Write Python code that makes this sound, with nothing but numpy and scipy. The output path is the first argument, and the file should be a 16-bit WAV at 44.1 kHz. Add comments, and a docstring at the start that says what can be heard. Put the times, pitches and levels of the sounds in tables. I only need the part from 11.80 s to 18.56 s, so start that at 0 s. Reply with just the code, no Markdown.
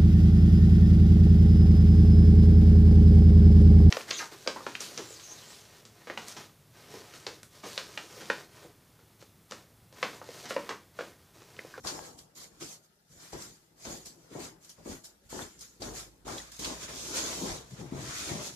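"""Soft shoes walk a concrete workshop floor, then a heavy wet rug is gripped and dragged over a wooden beam.
Soles, cloth and weave are shaped noise following stroke tables; heels and rug folds land as low noise and
short pushes answered by the walls. Slips are puffs of hiss, squeaks short sines, the beam a set of ringing modes.
A room drone, a machine hum and an engine outside are turned down in the pauses by a noise suppressor.
A faint hiss lies beneath; in all the noise layers the two microphone ports are alike mainly in the bass."""
import sys
import numpy as np
from scipy import signal
from scipy.fft import rfft, irfft, next_fast_len
from scipy.io import wavfile
from scipy.ndimage import uniform_filter1d, map_coordinates

SR = 44100
rng = np.random.default_rng(int(sys.argv[2]) if len(sys.argv) > 2 else 0)


def materialize(psi):
    """Save the field psi as 16-bit PCM at rate SR to the path in sys.argv[1].

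    A 1-D psi becomes a single channel; in a 2-D psi each row is a channel.
    """
    bounded = np.clip(np.atleast_2d(psi).T, -1, 1)
    quanta = np.round(bounded * 32767).astype(np.int16)
    wavfile.write(sys.argv[1], SR, quanta)


N = 297965
TIME = np.arange(N) / SR  # seconds


def amp(db):
    """dB to gain."""
    return 10 ** (np.asarray(db) / 20)


def unit(x):
    """Scaled to rms 1."""
    return x / np.sqrt(np.mean(x ** 2) + 1e-20)


def along(points, hz):
    """Read (Hz, value) points at any frequency, on a log axis."""
    f, v = np.transpose(points)
    return np.interp(np.log(hz + 1), np.log(f + 1), v)


def curves(rows):
    """One value per sample for each column after the time."""
    s, *cols = np.transpose(rows)
    return [np.interp(TIME, s, c) for c in cols]


def wobble(rate):
    """A smooth random curve, rate knots a second."""
    knots = rng.standard_normal(int(N * rate / SR) + 4)
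    return map_coordinates(knots, [np.arange(N) * rate / SR])


def filtered(x, response):
    """x times a response of frequency, padded so that its end does not wrap round."""
    m = next_fast_len(N + SR // 2)
    return irfft(rfft(x, m) * response(np.fft.rfftfreq(m, 1 / SR)), m)[..., :N]


def sides(pan_db):
    """Left and right gains for a left-right level difference."""
    return amp(np.array([pan_db / 2, -pan_db / 2]))


def fade_over(start_s, length_s):
    """Angle from 0 to a quarter turn, for an equal-power crossfade."""
    return np.pi / 2 * np.clip((TIME - start_s) / length_s, 0, 1)


# How alike the ports hear noise. Each row: frequency in Hz, left-right likeness from 0 to 1.
LIKENESS = [(60, .99), (180, .985), (300, .85), (450, .5), (800, .1), (1500, 0)]


def rush(spectrum, patchy_db, grainy_db, ripple_db=3.0):
    """Stereo noise, middle at rms 1: broad random patches, narrow slowly changing spectral ripples, fine grains."""
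    z = signal.stft(rng.standard_normal((2, N)), nperseg=1024)[2]
    patches = rng.standard_normal(z.shape[1:])
    patches = uniform_filter1d(uniform_filter1d(patches, size=16, axis=0), size=3, axis=1)
    ripples = uniform_filter1d(rng.standard_normal(z.shape[1:]), size=10, axis=1)
    gain = amp(patchy_db * unit(patches) + ripple_db * unit(ripples))
    pair = signal.istft(z * gain, nperseg=1024)[1][:, :N]

    def mid_side(hz):
        turn = np.arccos(np.clip(along(LIKENESS, hz), 0, 1)) / 2
        return amp(along(spectrum, hz)) * [np.cos(turn), np.sin(turn)]

    mid, side = filtered(pair * amp(grainy_db * wobble(400)), mid_side)
    return np.array([mid + side, mid - side]) / np.sqrt(np.mean(mid ** 2))


def crackle(rate, size_db):
    """Sub-millisecond gain spikes at random moments, like fibres tearing loose, few of them large."""
    draws = rng.random((int(rate * N / SR), 2))
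    sizes = amp(-size_db * np.log(draws[:, 1] + 1e-3)) - 1
    spikes = np.bincount((draws[:, 0] * N).astype(int), sizes, N)
    return 1 + signal.fftconvolve(spikes, np.exp(-np.arange(200) / SR / 0.00024))[:N]


RISE_CURVE = 1.51  # a stroke's amplitude grows as this power of time


def strokes(rows):
    """Each stroke rises, holds and dies away; the summed power of all, then of each share column."""
    t = np.arange(0, N / SR + .002, .001)
    s, rise, hold, t60, db, *shares = np.array(rows).T[..., None]
    rise, t60 = rise + .002, t60 + .02  # keeps the shortest strokes from clicking
    growth = np.clip((t - s) / rise + 1, 0, 1) ** RISE_CURVE
    gain = growth * amp(db - 60 * np.clip(t - s - hold, 0, None) / t60)
    powers = [((gain * amp(share)) ** 2).sum(axis=0) for share in [0, *shares]]
    return [np.interp(TIME, t, power) for power in powers]


# Scuffs of sole, trouser or hand. 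Each row: full at in seconds, rise in seconds (2 ms is added), hold in
# seconds, t60 in seconds (20 ms is added), level in dB, coarse weave share in dB.
SCUFF_STROKES = [(0.0, .02, 0.032, .2, -66, -10), (0.05, .018, .01, .1, -49.5, -3),
                 (0.074, 0.025, .01, 0.52, -41, -7), (0.25, 0.078, .005, 0.43, -53.5, -7),
                 (0.39, 0.022, .002, .17, -54.5, -10), (0.556, 0.0073, 0.0082, .1, -61, -16),
                 (0.574, 0.028, .07, 0.18, -52, -10), (0.795, 0.18, .005, .1, -67.5, -1.5),
                 (0.813, 0.016, 0.017, 0.18, -47.5, -4), (0.86, 0.045, 0.079, 0.16, -51.5, -10.5),
                 (1.047, 0.035, .002, .12, -68, -7), (1.33, 0.073, .08, .3, -63.5, -7.5),
                 (1.426, 0.071, .005, 0.95, -55, -5.5), (1.53, 0.015, .003, 0.63, -52.5, -1.5),
                 (1.618, 0.088, 0.024, 0.36, -50.5, -9), (1.854, 0.59, .005, 0.27, -76, -7),
                 (2.04, .09, .005, .2, -56, -5), (2.054, 0.011, 0.016, .3, -53, 2.5),
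                 (2.108, 0.1, 0.0046, 0.49, -46, -8.5), (2.26, 0.01, 0.0027, 0.23, -47, -11),
                 (2.45, .6, .04, .3, -70, -3), (2.536, 0.052, 0.042, .2, -57.5, 0),
                 (2.61, 0.045, 0.045, 0.22, -48, -4.5), (2.84, 0.049, .045, .2, -63, -8),
                 (2.899, 0.013, 0.0043, 0.21, -55, -10.5), (2.986, 0.083, .005, 0.64, -68.5, 0),
                 (3.06, 0.022, .01, .3, -66, 5), (3.112, 0.091, .005, 0.31, -48, -6),
                 (3.244, 0.0079, 0.014, 0.21, -52, -14.5), (3.46, .04, .03, .2, -72, -8),
                 (3.504, 0.015, 0.09, 0.28, -50, -7), (3.618, 0.1, .003, 0.18, -46, -3),
                 (3.67, .05, .005, 1, -60, -5.5), (3.814, 0.036, .005, .43, -52.5, -10.5),
                 (4.008, 0.0088, .012, .1, -55.5, -5.5), (4.021, 0.0035, 0.039, 0.58, -49, -3.5),
                 (4.166, 0.047, 0.038, 0.24, -45.5, -7), (4.457, 0.011, .012, .1, -59, 1),
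                 (4.481, 0.021, 0.069, 0.36, -48, -2), (4.579, 0.025, .003, .38, -46, -5.5),
                 (4.68, 0.034, .03, .2, -66, 2.5), (4.72, .007, 0.049, .5, -53, -8),
                 (4.794, 0.0069, 0.038, 0.25, -45.5, -6.5), (4.856, 0.085, 0.0039, 0.57, -40.5, -4.5),
                 (5.03, 0.074, 0.019, 0.22, -46, -3.5)]
# Colours of soles and trousers, wet pile, dry sizzle and coarse weave.
# Each row: frequency in Hz, relative density in dB per Hz.
SHOE_COLOUR = [(1470, -28), (2500, -17), (3180, -6.5), (3510, -7), (4390, -1.5), (6210, 0.5), (7070, 2.5),
               (8120, -4.5), (9500, -11), (12400, -20), (20900, -120)]
WET_COLOUR = [(1470, -36), (2500, -7), (2780, -9), (3180, -4), (6040, 1), (6640, 3), (9500, -11),
              (12400, -21), (20900, -120)]
SIZZLE_COLOUR = [(5590, -43), (9500, -3), (13900, -3), (14500, -23), (14900, -10)]
WEAVE_COLOUR = [(410, -3.5), (700, -0.5), (764, -6.5), (1020, 0.5), (2290, -2), (2800, -6.5), (3500, -6),
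                (4550, -13), (7700, -120)]
# Where the rubbing stands. Each row: time in seconds, left-right difference in dB.
RUB_PLACE = [(0.0, 0.5), (0.66, -1.5), (1.5, -.3), (2.8, -0.1), (3.8, 0), (4.68, -1.8), (5.81, -1.5),
             (6.76, -1)]
GRIP_AT, GRIP_FADE = 4.27, 0.33  # the rug takes over from the shoes, s
SIZZLE_DB, SIZZLE_SLOPE = -11.5, -0.21  # share at a -52.5 dB stroke; change for each dB louder
SIZZLE_SMOOTH = -0.25  # dB for each dB of weave share: smooth strokes sizzle more
SIZZLE_WET_DB = -1.5  # change of sizzle on the wet rug


def rubbing():
    """Fine fibres hiss, dry grit sizzles above, the coarse weave rasps lower; all stutter together."""
    scuff, weave = strokes(SCUFF_STROKES)
    rustle, _, _, rug_weave = dragging()
    level = np.sqrt(scuff + rustle + 1e-12)
    turn = fade_over(GRIP_AT, GRIP_FADE)
    weave_db = 10 * np.log10((weave + rug_weave + 1e-13) / level ** 2)
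    sizzle_db = SIZZLE_DB + SIZZLE_SLOPE * (20 * np.log10(level) + 52.5)
    sizzle_db = sizzle_db + SIZZLE_SMOOTH * weave_db + SIZZLE_WET_DB * np.sin(turn)
    shoes = np.cos(turn) * rush(SHOE_COLOUR, patchy_db=2.0, grainy_db=0.55)
    wet_pile = np.sin(turn) * rush(WET_COLOUR, patchy_db=0.65, grainy_db=0.5)
    sizzle = amp(np.clip(sizzle_db, -30, 0)) * rush(SIZZLE_COLOUR, patchy_db=1.4, grainy_db=1.0)
    weave_level = np.sqrt(weave + rug_weave) * amp(0.14 * wobble(45))
    coarse = weave_level * rush(WEAVE_COLOUR, patchy_db=2.05, grainy_db=-1.0)
    stutter = amp(0.55 * wobble(30)) * crackle(rate=95, size_db=1.5)
    return stutter * sides(curves(RUB_PLACE)[0]) * (level * (shoes + wet_pile + sizzle) + coarse)


# Weight landing, a foot on the floor or a fold of rug. Each row: full at in seconds, rise in seconds (2 ms is
# added), hold in seconds, t60 in seconds (20 ms is added), body in dB, hard edge share in dB, boom share in dB.
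LANDING_STROKES = [(0.0, .02, .02, .3, -68.5, -10, 7), (0.051, 0.0059, 0.12, 0.89, -51.5, 1.5, -9),
                   (0.411, 0.27, .005, 0.28, -69, -13, 2), (0.57, 0.03, 0.097, .5, -66, -3, -4.8),
                   (0.722, .06, 0.038, 0.43, -66.5, -6, -3), (0.822, 0.015, 0.022, .18, -50, -11, -9),
                   (0.9, 0.062, .005, 0.47, -65.5, 2, -6), (1.32, 0.033, .02, .3, -68.5, -3, 7),
                   (1.444, 0.14, .005, 0.25, -62.5, -5, -6), (1.532, .004, 0.03, 0.4, -47.5, -3.5, -5),
                   (1.702, .2, 0.0017, 0.44, -62, -10, 0), (2.035, 0.33, 0.0045, .2, -68, -6, -1),
                   (2.073, 0.032, 0.057, 0.25, -45.5, -4.5, -6.5), (2.277, 0.14, .005, 0.66, -62.5, -10, 0),
                   (2.45, .6, .04, .3, -67, -3.5, -5), (2.514, 0.017, 0.019, .1, -52, -15, -5),
                   (2.553, .004, .015, 0.5, -43, -3.5, -7), (2.878, 0.12, .005, 0.36, -68.5, -7, -2),
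                   (2.983, .004, 0.02, 0.3, -59, -4, 0), (3.059, .005, 0.062, 0.22, -44, -7, -4.5),
                   (3.294, 0.25, .005, 0.5, -69.5, -1, 1.5), (3.46, .08, .02, .2, -71.5, -6, 7),
                   (3.51, .03, .005, .2, -63, -17, 5), (3.529, 0.0044, 0.09, 0.26, -45, -5.5, -7),
                   (3.78, .12, .005, 1.5, -65.5, -10, -7), (4.006, .012, .012, .1, -57, -7, 4),
                   (4.021, .004, 0.064, .55, -47.5, -1.5, -4), (4.33, 0.093, 0.07, .5, -73, -2, 4),
                   (4.456, 0.013, 0.011, .1, -55.5, -8, 3), (4.468, .004, 0.083, 0.32, -45.5, -3, -7),
                   (4.796, .004, .03, .25, -48.5, -8, -8), (4.875, 0.038, 0.029, 0.33, -45.5, -0.5, -14),
                   (5.048, 0.048, .01, 0.23, -54.5, -6, 3), (5.642, 0.061, .005, 0.38, -39.5, -3.5, -9),
                   (5.694, .04, 0.019, 0.37, -45.5, 0.5, 4), (5.94, .02, 0.0046, .15, -60, -7, 11),
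                   (6.006, 0.028, 0.021, 0.33, -47.5, -7.5, 10.5), (6.122, 0.0036, 0.0054, 0.7, -42, -9, 1),
                   (6.512, .04, .055, 0.27, -46.5, -5.5, 4.5)]
# Colours of the dull body and the hard edge of sole or beam.
# Each row: frequency in Hz, relative density in dB per Hz.
BODY_COLOUR = [(110, -21), (180, -4), (280, -0.5), (346, 1.5), (480, -6.5), (620, -51), (1060, -120)]
EDGE_COLOUR = [(280, -25), (480, 1), (736, -2), (863, -3), (954, -6.5), (1100, -8), (1430, -27),
               (2420, -120)]
DRAG_EDGE_DB = -3.5  # hard edge share of the dragged rug


def weight():
    """Landing weight and the dragged rug stir a dull body and a harder, crackling edge, both in lumps."""
    body, hard, _ = strokes(LANDING_STROKES)
    rug = dragging()[1]
    dull = np.sqrt(body + rug) * rush(BODY_COLOUR, patchy_db=1.15, grainy_db=1.05, ripple_db=2.4)
    edge_level = np.sqrt(hard + rug * amp(DRAG_EDGE_DB) ** 2)
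    edge = edge_level * rush(EDGE_COLOUR, patchy_db=0.7, grainy_db=0.8, ripple_db=3.0)
    return amp(0.68 * wobble(40)) * (dull + crackle(rate=60, size_db=3.0) * edge)


OPEN_DB, OPEN_SLOPE, SHUT_DB = -46, 0.54, -20  # low-band level that opens fully, dB per dB, deepest cut
OPEN_S, OPEN_HZ = .02, 700  # averaging time; it listens below this, where the background lies


def suppressor(near):
    """Gain left to the steady background: full under loud near sounds, cut in the pauses."""
    low = filtered(near, lambda hz: hz < OPEN_HZ)
    power = uniform_filter1d(np.mean(low ** 2, axis=0), size=round(OPEN_S * SR))
    level_db = 10 * np.log10(np.abs(power) + 1e-12)
    return amp(np.clip(OPEN_SLOPE * (level_db - OPEN_DB), SHUT_DB, 0))


# Colours of the room, and of the pipe that the rug rolls round the beam.
# Each row: frequency in Hz, relative density in dB per Hz.
ROOM_COLOUR = [(13, -44), (22, -14), (48, 4.5), (86, 0.5), (220, -4.5), (290, -31), (480, -120)]
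PIPE_COLOUR = [(24, -43), (40, -7), (59, -12), (86, -10), (126, 0), (139, 0), (183, -12.5), (220, -9),
               (290, -34), (480, -120)]
DRONE_DB = -62  # with the suppressor open
PIPE_FROM, PIPE_FADE = 5.6, 0.24  # s


def drone(opening):
    """Suppressed room drone plus the boom of landings and drag; late on the hollow pipe colours it."""
    boom = strokes(LANDING_STROKES)[2] + dragging()[2]
    power = boom + (amp(DRONE_DB) * opening) ** 2
    turn = fade_over(PIPE_FROM, PIPE_FADE)
    room = rush(ROOM_COLOUR, patchy_db=2.4, grainy_db=1.0, ripple_db=1.4)
    pipe = rush(PIPE_COLOUR, patchy_db=3.5, grainy_db=-1.5, ripple_db=0.5)
    return np.sqrt(power) * amp(0.49 * wobble(18)) * (np.cos(turn) * room + np.sin(turn) * pipe)


def tone(rows, orders):
    """A slightly unsteady tone with its partials, silent outside its table."""
    hz, db = curves(rows)
    on = np.clip(np.minimum(TIME - rows[0][0], rows[-1][0] - TIME) / 0.049, 0, 1)
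    turns = 2 * np.pi * np.cumsum(hz) / SR + .3 * wobble(10)
    partials = sum(amp(level + 0.93 * wobble(5.6)) * np.sin(k * turns) for k, level in orders)
    return np.sqrt(2) * on * amp(db) * partials


# A machine tone. Each row: time in seconds, pitch in Hz, level in dB with the suppressor open.
HUM_PITCH = [(0.0, 158, -59.5), (1.5, 158.8, -59.5), (3.1, 160.9, -60)]
# Two machines side by side. Each row: multiple of the pitch, relative level in dB.
HUM_MACHINES = [(1, 0), (.745, -5)]


def hum():
    """Two machines turn at nearly steady speeds, each giving one sine."""
    return tone(HUM_PITCH, HUM_MACHINES)


# Microphone and air. Each row: frequency in Hz, relative density in dB per Hz.
HISS_COLOUR = [(120, -7), (200, 1.5), (669, -9), (960, -9.5), (1010, -23), (1300, -8), (2120, -14.5),
               (5220, -13.5), (12000, -18.5), (14100, -18), (14900, -24)]


def hiss():
    """Faint noise of microphone and air at a constant mean level."""
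    return amp(-70.5) * rush(HISS_COLOUR, patchy_db=-2.0, grainy_db=-1.0)


# How long the walls answer. Each row: frequency in Hz, t60 in seconds.
WALL_DECAY = [(100, 0.4), (400, 0.15), (1500, 0.33), (8000, 0.34)]


def walls(pulse):
    """A fresh stereo answer of the room, each frequency dying at its own speed."""
    a, b = rng.standard_normal((2, SR // 3))
    noise = np.array([a + 0.74 * b, a - 0.57 * b])  # the ports hear partly the same echoes
    hz, t, z = signal.stft(noise, SR, nperseg=512)
    decay = amp(-60 * t / along(WALL_DECAY, hz)[:, None])
    tail = signal.istft(z * decay, SR, nperseg=512)[1]
    tail = tail * (1 - np.exp(-np.arange(tail.shape[1]) / SR / 0.0021))  # echoes gather over the first ms
    return signal.fftconvolve(pulse[None], tail / np.linalg.norm(tail[0]), axes=1)


# Heel, toe and rug blows. Each row: start in seconds, push level in dB, pitch in Hz, room answer in dB.
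BLOWS = [(0.0492, -28.5, 900, -3), (0.0656, -39, 1010, -4), (0.8215, -36, 357, -1),
         (1.531, -31.5, 566, -17), (2.0518, -43, 830, 3), (2.063, -46, 400, 4), (2.1291, -40, 300, -5),
         (2.5149, -42, 402, 0), (2.5512, -38, 400, 8.5), (2.982, -48, 308, 0), (3.056, -43, 430, 4),
         (3.5284, -33.5, 620, 0), (3.592, -27.5, 1350, -2), (4.019, -33, 524, -5), (4.4675, -38, 503, -11),
         (4.481, -29.5, 960, 5), (4.7957, -36, 298, 3), (4.875, -35, 250, -13), (5.637, -29.5, 306, -2),
         (6.009, -35, 153, -2), (6.035, -42, 135, -11), (6.121, -28, 265, -1), (6.136, -39, 257, 9),
         (6.512, -26.5, 144, -9), (6.549, -31.5, 155, -11)]


def knocks():
    """A soft blow is a push of under two cycles, a little later in the right port; then the walls answer."""
    out, t = np.zeros((2, N + SR)), np.arange(SR // 20) / SR
    for s, db, hz, room_db in BLOWS:
        turns = hz * (t - np.array([[0], [.0002]]))
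        swell = np.sin(np.pi * np.clip(turns / 1.64, 0, 1)) ** 0.94
        push = -amp(db) * np.sin(2 * np.pi * turns) * swell
        answer = amp(room_db) * walls(push[0])
        start = round(s * SR)
        out[:, start:start + len(t)] += push
        out[:, start:start + answer.shape[1]] += answer
    return out[:, :N]


# Modes of the wooden beam. Each row: pitch in Hz, relative level in dB, t60 in seconds.
BEAM_MODES = [(391, -3, 0.57), (506, -9, 1.5), (686, -11, 0.68), (825, -3, .9), (1030, -2, .8),
              (1290, -4.5, 1.7), (1405, -3, 0.69), (1630, -4, 1)]


def beam():
    """The beam rings after the first blow, modes fluttering, own phase in each port; faded out 0.3 s later."""
    t = np.clip(TIME - BLOWS[0][0], 0, None)
    ring = 0
    for hz, db, t60 in BEAM_MODES:
        flutter = amp(db - 60 * t / t60 + 3.3 * wobble(33))
        ring = ring + flutter * np.sin(2 * np.pi * hz * t + rng.uniform(0, 5.4, (2, 1)))
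    fade_out = np.clip((.3 - t) / 0.048, 0, 1)
    return amp(-51) * (1 - np.exp(-t / 0.006)) * fade_out * ring


# Sudden slips of a sole or a wet fold. Each row: start in seconds, level in dB (the puff's rms starts 6 dB
# lower), centre in Hz, t60 in seconds, half-width in octaves.
SLIP_PUFFS = [(0.07, -28, 4530, 0.2, 0.37), (0.3886, -38, 5100, 0.043, 0.52),
              (0.8091, -47, 6430, 0.057, 0.6), (1.5305, -40, 5170, 0.07, 0.32),
              (1.6207, -32, 5900, 0.036, 0.5), (2.0507, -34.5, 5240, 0.05, 0.3),
              (2.8465, -45, 5730, 0.07, 0.73), (2.8933, -40, 6070, 0.07, 0.48),
              (3.243, -52, 5130, 0.07, 0.65), (3.5024, -50, 6720, 0.07, 0.55),
              (3.7908, -42, 6150, 0.056, 0.48), (3.809, -37.5, 6300, 0.11, 0.47),
              (4.02, -31, 4630, 0.074, 0.22), (4.718, -41, 5450, 0.07, 1), (4.793, -34, 5780, 0.055, 0.84),
              (4.8447, -26, 3890, 0.12, 0.53), (5.3512, -40, 6440, 0.07, 0.55)]
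# Rubber chirps. Each row: start in seconds, level in dB before rise and decay, pitch in Hz.
RUBBER_SQUEAKS = [(3.62, -34.5, 3600), (4.581, -33.5, 3380), (4.582, -33, 3930), (4.6, -40, 1920),
                  (4.618, -38, 6650), (2.455, -64, 2000)]


def slips():
    """A slip is a puff of hiss around its centre with a fast rise; a squeak is a few ms of one pitch."""
    out, t = np.zeros((2, N + SR)), np.arange(SR // 4) / SR
    f = np.fft.rfftfreq(len(t), 1 / SR)
    for s, db, hz, t60, octaves in SLIP_PUFFS:
        colour = 1 / (1 + (np.log2((f + 1) / hz) / octaves) ** 2)
        puff = unit(irfft(rfft(rng.standard_normal((2, len(t)))) * colour, len(t)))
        envelope = amp(db - 60 * t / t60) * np.minimum(t / .001, 1)
        out[:, round(s * SR):][:, :len(t)] += envelope * puff / 2
    for s, db, hz in RUBBER_SQUEAKS:
        envelope = amp(db - 60 * t / 0.029) * np.minimum(t / 0.0018, 1)
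        out[:, round(s * SR):][:, :len(t)] += envelope * np.sin(2 * np.pi * hz * t)
    return out[:, :N]


# An engine outside. Each row: time in seconds, pitch in Hz, level in dB with the suppressor open.
ENGINE_PITCH = [(3.7, 59, -54), (3.96, 58.5, -58), (4.07, 49.65, -50), (4.41, 53.6, -53.5),
                (4.82, 56.54, -53.5), (5.44, 60.15, -53), (5.99, 65.64, -56), (6.76, 67.2, -59)]
# Its orders. Each row: multiple of the pitch, relative level in dB.
ENGINE_PARTIALS = [(1, 0), (2, -8), (2.6, -9), (3, -11)]


def engine():
    """The engine's pitch drops briefly, then climbs as it speeds up, carrying its orders along."""
    return tone(ENGINE_PITCH, ENGINE_PARTIALS)


# The rug dragged over the beam, a list of rows for each of two pulls. Each row: time in seconds, rustle in dB,
# body in dB, boom in dB, coarse weave share in dB.
RUG_PULLS = [
    [(5.09, -49.5, -54.5, -64, -0.5), (5.208, -44.5, -54.5, -59, -10.5), (5.316, -44, -49, -60, -8),
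     (5.374, -34.5, -48.5, -59, -5), (5.446, -40.5, -44, -57, -5.5), (5.55, -42, -48, -58, -6.5),
     (5.64, -44, -46, -59, -9), (5.69, -43, -49, -60, -4), (5.764, -47, -53, -60, -6),
     (5.85, -63, -59.5, -63, 0), (5.9, -63, -68, -63, -5)],
    [(5.91, -59, -61.5, -60, -6), (5.984, -61, -60.5, -60, 3), (6.01, -56, -63, -59, -1),
     (6.092, -64.5, -62, -62, 2), (6.188, -51.5, -48, -66, 1), (6.396, -41.5, -69, -64, -4.5),
     (6.496, -42, -48, -57, -3.5), (6.6, -49, -47.5, -60, 1), (6.674, -42, -51.5, -63, -8.5),
     (6.726, -52.5, -59, -61, -5), (6.757, -54, -66, -61, -11)],
]
DRAG_START_S = 0.013  # fade-in ending at the first row


def dragging():
    """Powers of rustle, body, boom and weave once the rug is on the move."""
    rustle_db, body_db, boom_db, weave_db = curves(np.concatenate(RUG_PULLS))
    on = np.clip((TIME - RUG_PULLS[0][0][0]) / DRAG_START_S + 1, 0, 1)
    return on * amp([rustle_db, body_db, boom_db, rustle_db + weave_db]) ** 2


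def scene():
    """Near sounds, the background they let through the suppressor, and hiss."""
    near = rubbing() + weight() + knocks() + beam() + slips()
    opening = suppressor(near)
    machines = opening * (hum() + engine())
    return near + drone(opening) + machines + hiss()


# How the two ports differ in colour. Each row: frequency in Hz, left-right difference in dB.
PORT_COLOUR = [(30, -17.5), (90, 0), (180, 4), (350, 4), (700, 2.5), (1400, 7.5), (2800, 3.5), (5600, 2),
               (10000, -7), (14000, 2.5)]
BASS_HZ, TOP_HZ = 34, 14800  # bass roll-off corner; band limit


def record(dry):
    """The ports colour the sound differently, roll off the deepest bass and cut all above the band limit."""
    def ports(hz):
        bass = (1j * hz / (BASS_HZ + 1j * hz)) ** 3
        return sides(along(PORT_COLOUR, hz)) * bass * (hz < TOP_HZ)

    return filtered(dry, ports)


dry = scene()
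out = record(dry)
materialize(out)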